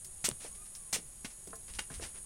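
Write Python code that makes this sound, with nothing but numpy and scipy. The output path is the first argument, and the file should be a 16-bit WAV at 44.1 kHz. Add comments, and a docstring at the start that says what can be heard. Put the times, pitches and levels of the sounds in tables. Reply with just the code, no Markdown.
"""A farm yard, on gritty concrete steps. Someone climbs: soles scuff, weight thuds down, grit cracks.
Goats shuffle off the landing, their hooves tapping the concrete and knocking a wooden door frame.
Fences and walls give the steps a short, dull tail. Behind them insects hiss steadily, something like
a far bird calls once, and the hand-held microphone rumbles over a bed of air and a faint drone."""
import sys
import numpy as np
from scipy import signal
from scipy.fft import rfft, irfft
from scipy.io import wavfile

SR = 44100
rng = np.random.default_rng(int(sys.argv[2]) if len(sys.argv) > 2 else 0)


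def transcribe(u):
    """Save the signal u as a 16-bit wav file named by the first command-line argument.

    u: samples, shape (n,) or (channels, n), limited to [-1, 1]; the rate is SR.
    q: integer samples, one column per channel.
    """
    v = np.clip(np.atleast_2d(u).T, -1, 1)
    q = np.round(v * 32767).astype(np.int16)
    wavfile.write(sys.argv[1], SR, q)


N = 99225
TIME = np.arange(N) / SR


def from_db(db):
    """Decibels to gain."""
    return 10 ** (np.asarray(db) / 20)


def rms_one(x):
    """Scale to rms 1."""
    return x / np.sqrt(np.mean(x ** 2) + 1e-20)


def lowpass(x, hz):
    """Gentle treble roll-off."""
    return signal.sosfilt(signal.butter(2, min(hz, .45 * SR), fs=SR, output="sos"), x + 1e-18)


def band_noise(low_hz, high_hz):
    """Steady noise between two edges; rms 1."""
    sos = signal.butter(2, [max(low_hz, 10), min(high_hz, .45 * SR)], "band", fs=SR, output="sos")
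    return rms_one(signal.sosfilt(sos, rng.standard_normal(2 * N))[N:])


def equalise(x, curve, tilt_db=0):
    """Apply an EQ curve, tilted per octave from its second point up; rms 1."""
    octave = np.log2(np.maximum(np.fft.rfftfreq(N, 1 / SR), 10))
    hz, db = np.transpose(curve)
    eq_db = np.interp(octave, np.log2(hz), db) + tilt_db * np.maximum(octave, np.log2(hz[1]))
    return rms_one(irfft(rfft(x) * from_db(eq_db), N))


def envelope(start, attack, hold, t60):
    """Linear attack, hold, then exponential decay; all in seconds."""
    age = TIME - start
    return np.clip(age / max(attack, 1e-5), 0, 1) * from_db(-60 * np.clip((age - attack - hold) / t60, 0, 4))


def sine(hz, start, phase=0):
    """A sine with the given phase at its start time."""
    return np.sin(2 * np.pi * hz * (TIME - start) + phase)


# Slides on grit: (time [s], attack [s], hold [s], t60 [s], level [dB], tilt [dB/octave])
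SCUFF_CUES = [(0.045, 0.0016, 0.0033, 0.078, -46, 6.5), (.241, 0.0013, 0.0054, 0.024, -33, -1.5),
              (0.245, 0.0017, 0.017, 0.094, -30, 1.5), (0.399, .01, 0.056, 0.15, -50.5, -1),
              (0.546, 0.003, 0.013, 0.1, -59.5, -2), (.655, 0.0018, .008, 0.071, -58, -0.5),
              (0.751, 0.0011, 0.0067, 0.1, -47.5, 4.5), (0.927, .001, 0.027, 0.093, -30.5, 0.5),
              (1.245, 0.0022, .010, 0.088, -42, -2), (1.297, .005, 0.018, 0.14, -58.5, -.5),
              (1.472, .001, 0.0034, 0.045, -49, 5), (1.553, 0.0023, 0.0046, 0.037, -49.5, 9),
              (1.678, 0.0026, 0.021, 0.14, -54, -3), (1.743, 0.0036, 0.01, 0.14, -49.5, 0),
              (1.786, 0.0024, 0.0044, 0.1, -38.5, -2.5), (1.7905, 0.0027, 0.0015, 0.01, -33, -2),
              (1.901, 0.0015, 0.023, 0.36, -53.5, -4), (1.939, 0.0018, 0.0042, 0.14, -47, -.5),
              (2.004, 0.03, 0.0095, 0.18, -43, -2), (2.142, 0.0087, 0.03, 0.096, -55.5, -4.5)]
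# Tone of the grit: (frequency [Hz], relative level [dB])
GRIT_EQ = [(100, -5.5), (220, -6), (600, -6.5), (1150, -4), (1900, 0.5), (3000, 1), (4200, 0.5), (5600, 3),
           (7300, 3), (9000, 5), (10500, -3.5), (12500, -11), (16000, -16.5)]

def scuffs(grains_per_s=6000, spread_db=3, hiss_gain=0.62):
    """Thousands of grains a second crunch under a sliding sole or hoof."""
    out = np.zeros(N)
    for start, attack, hold, t60, db, tilt_db in SCUFF_CUES:
        sizes = from_db(spread_db * np.minimum(rng.exponential(1, N), 4)) * rng.choice([-1, 1], N)
        grains = rms_one(sizes * (rng.random(N) < grains_per_s / SR))
        grit = grains + hiss_gain * rng.standard_normal(N)
        out += from_db(db) * envelope(start, attack, hold, t60) * equalise(grit, GRIT_EQ, tilt_db)
    return out


# Weight landing on a step: (time [s], level [dB], pitch [Hz], puff t60 [s])
THUD_CUES = [(.242, -44.5, 229, 0.035), (0.2844, -25.5, 380, 0.033), (.2865, -36, 190, 0.081),
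             (0.3132, -38.5, 130, 0.057), (0.446, -37.5, 472, 0.094), (.929, -39.5, 190, 0.049),
             (.9295, -36.5, 803, 0.037), (.962, -35.5, 467, 0.042), (0.965, -45, 154, .06),
             (.982, -40.5, 201, 0.13), (1.246, -37, 208, 0.029), (1.472, -44, 460, 0.098),
             (1.476, -47.5, 199, 0.42), (1.789, -38, 416, 0.062), (1.907, -37, 154, 0.12),
             (1.996, -40, 450, 0.11), (2.02, -40, 370, 0.18)]

def thuds(attack_s=0.0016, t60_cycles=8.6, half_width_octaves=0.9):
    """Each landing is a damped low push with a dull puff of noise around its pitch."""
    out = np.zeros(N)
    edge = 2 ** half_width_octaves
    for start, db, hz, t60 in THUD_CUES:
        push = -sine(hz, start) * envelope(start, attack_s, 0, t60_cycles / hz)
        puff = band_noise(hz / edge, hz * edge) * envelope(start, attack_s, 0, t60)
        out += from_db(db) * (0.75 * push + 0.34 * puff)
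    return lowpass(out, hz=1710)


# Grit snaps and small hard taps: (time [s], level [dB], ring [Hz], crack against ring [dB])
SNAP_CUES = [(0.2895, -8, 9100, -19.5), (0.2999, -28.5, 7450, -4), (0.3135, -41.5, 2980, 11),
             (0.7518, -32.5, 5450, -17), (1.507, -45.5, 1960, 2), (1.738, -34, 5000, -5),
             (1.839, -44.5, 2970, -2.5)]

def grit_snaps():
    """A grain breaks underfoot: a few cycles of bright ring and a broadband crack."""
    out = np.zeros(N)
    for start, db, hz, crack_db in SNAP_CUES:
        ring = sine(hz, start) * envelope(start, 0.00008, 0, t60=0.0018)
        crack = band_noise(260, 11000) * envelope(start, 0.0001, 0, t60=0.0031)
        out += from_db(db) * (ring + from_db(crack_db) * crack)
    return lowpass(out, hz=11200)


# Hooves on concrete: (time [s], level [dB])
HOOF_CUES = [(1.247, -43.5), (1.255, -51), (1.788, -43), (1.791, -40)]
# Ring of a hoof: (frequency [Hz], relative level [dB], t60 [s])
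HOOF_RING = [(860, -8.5, 0.043), (1479, -0.5, 0.032), (1820, 2, 0.03), (2126, 0, 0.034), (2780, 3, 0.028),
             (3190, -1, 0.027), (4810, -9, 0.045)]

def hoof_taps(spread_db=1.5):
    """Hard horn strikes concrete and rings briefly, each mode varying in level and phase per hit."""
    out = np.zeros(N)
    for start, db in HOOF_CUES:
        for hz, mode_db, t60 in HOOF_RING:
            phase, offset_db = rng.standard_normal(2) * (np.pi, spread_db)
            ring = sine(hz, start, phase) * envelope(start, 0.00033, 0, t60)
            out += from_db(db + mode_db + offset_db) * ring
    return out


# Hooves on the door frame: (time [s], level [dB], decay scale [ratio])
KNOCK_CUES = [(1.5308, -50, 0.96), (1.901, -54.5, 0.88), (1.997, -53.5, .35)]
# Ring of the frame: (frequency [Hz], relative level [dB], t60 [s])
FRAME_MODES = [(446, 1.5, 0.12), (672, 1.5, 0.11), (792, -3.5, 0.12), (1050, 2, .11), (1355, -3.5, 0.095),
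               (1540, -14, 0.067), (1690, -1.5, 0.073)]

def frame_knocks(clack_db=2, clack_t60_s=0.074):
    """Each hoof blow is a dull clack that sets the wooden frame ringing."""
    out = np.zeros(N)
    for start, db, decay in KNOCK_CUES:
        ring = np.zeros(N)
        for k, (hz, mode_db, t60) in enumerate(FRAME_MODES):
            mode = sine(hz, start) * envelope(start, 0.00034, 0, t60 * decay)
            ring += (-1) ** k * from_db(mode_db) * mode
        clack = band_noise(1170, 1640) * envelope(start, 0.00049, 0, clack_t60_s * decay)
        out += from_db(db) * (ring + from_db(clack_db) * clack)
    return out


def yard_reverb(x, wet_db=-20):
    """Fences and walls throw back a short, dull tail."""
    tail = lowpass(rng.standard_normal(N), hz=5050) * envelope(0.0022, 0.0065, 0, t60=0.18)
    return from_db(wet_db) * signal.fftconvolve(x, tail / np.sqrt(np.sum(tail ** 2)))[:N]


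# Insect chorus and its shrillest voice: (centre [Hz], width [Hz], level [dB], flutter [dB])
CHORUS_BANDS = [(6783, 310, -62.5, 2), (8400, 1100, -59, 1.5), (9210, 710, -59, 1.5),
                (10320, 1020, -54.5, 1)]
SHRILL_BAND = (9358, 257, -56.5, 1.5)
# Their fader rides, each applied about its own mean: (time [s], level [dB])
CHORUS_RIDE = [(0.0, -47.5), (0.86, -48), (0.98, -49), (1.23, -48.5), (1.47, -48), (2.25, -47)]
SHRILL_RIDE = [(0.0, -55.5), (0.86, -54.5), (0.99, -57.5), (1.18, -66), (1.5, -61), (2.12, -52.5),
               (2.25, -51.5)]

def insects(top_hz=11700):
    """Far insects hiss in narrow fluttering bands; the shrillest dips and swells on its own."""
    def fader(ride):
        times, db = np.transpose(ride)
        return from_db(np.interp(TIME, times, db - db.mean()))

    def voice(hz, width, level_db, flutter_db):
        gain = from_db(level_db + flutter_db * band_noise(4.2, 93))
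        return gain * band_noise(hz - width / 2, hz + width / 2)

    chorus = fader(CHORUS_RIDE) * sum(voice(*band) for band in CHORUS_BANDS)
    shrill = fader(SHRILL_RIDE) * voice(*SHRILL_BAND)
    return signal.sosfilt(signal.butter(18, top_hz, fs=SR, output="sos"), chorus + shrill)


# Arch of the far call: (time [s], pitch [Hz], level [dB])
CALL_CONTOUR = [(.47, 1010, -100), (.52, 1090, -68.5), (.57, 1190, -76), (.62, 1235, -67), (.69, 1230, -84),
                (.76, 1216, -76), (0.851, 1100, -75.5), (0.891, 1063, -72)]
# Its harmonics 1 to 5: (relative level [dB])
CALL_HARMONICS = [3, -7, -12, -15, -15]

def far_bird(pitch_jitter=0.011, flutter_db=3, brighten_db=4):
    """One faint, hoarse, fluttering cry whose overtones brighten at the top of its arch."""
    times, hz, db = np.transpose(CALL_CONTOUR)
    pitch = np.interp(TIME, times, hz) * (1 + pitch_jitter * band_noise(13, 130))
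    phase = 2 * np.pi * np.cumsum(pitch) / SR
    arch = np.clip(np.interp(TIME, times, (hz - hz.mean()) / (hz.max() - hz.mean())), -1, 1)
    cry = np.zeros(N)
    for k, harmonic_db in enumerate(CALL_HARMONICS, 1):
        motion_db = brighten_db * arch * (k > 1) + flutter_db * band_noise(10, 45)
        cry += from_db(harmonic_db + motion_db) * np.sin(k * phase)
    return from_db(np.interp(TIME, times, db, left=-140, right=-140)) * cry


# Bumps on the microphone: (time [s], width [s], level [dB], frequency [Hz])
JOLT_CUES = [(.31, .05, -58, 55), (1.76, 0.06, -49, 50.4), (1.995, 0.038, -43.5, 49)]

def handling_rumble():
    """The hand jolts the microphone: soft swells of deep rumble."""
    out = np.zeros(N)
    for centre, width, db, hz in JOLT_CUES:
        swell = np.exp(-0.5 * ((TIME - centre) / width) ** 2)
        out += from_db(db) * swell * band_noise(hz * 0.46, hz * 1.19)
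    return out


# Tone of the open air: (frequency [Hz], relative level [dB])
AIR_EQ = [(20, 4.5), (45, 1), (80, -4), (150, -11.5), (300, -19.5), (600, -19.5), (1200, -23.5),
          (2500, -26), (5000, -26), (8000, -20), (11000, -17.5), (12500, -29), (16000, -35)]

def yard_air(level_db=-55.5):
    """A steady noise bed, heavy in the lows."""
    return from_db(level_db) * equalise(rng.standard_normal(N), AIR_EQ)


# Notes of the drone: (centre [Hz], level [dB])
DRONE_BANDS = [(135, -73), (196, -74), (380, -77.5)]

def drone(width_hz=20.7):
    """A faint hum that wavers because each note is a narrow band of noise."""
    return sum(from_db(db) * band_noise(hz - width_hz / 2, hz + width_hz / 2) for hz, db in DRONE_BANDS)


def scene():
    """Mono mix: feet and hooves up front with the yard's tail, the ambience behind."""
    steps = scuffs() + thuds() + grit_snaps() + frame_knocks() + hoof_taps()
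    ambience = yard_air() + drone() + insects() + handling_rumble() + far_bird()
    return (steps + yard_reverb(steps) + ambience)[None]


def record(dry):
    """A steep high cut on the whole mix."""
    cutoff_hz = 15900
    return signal.sosfilt(signal.ellip(12, .1, 80, cutoff_hz, fs=SR, output="sos"), dry)


dry = scene()
out = record(dry)
transcribe(out)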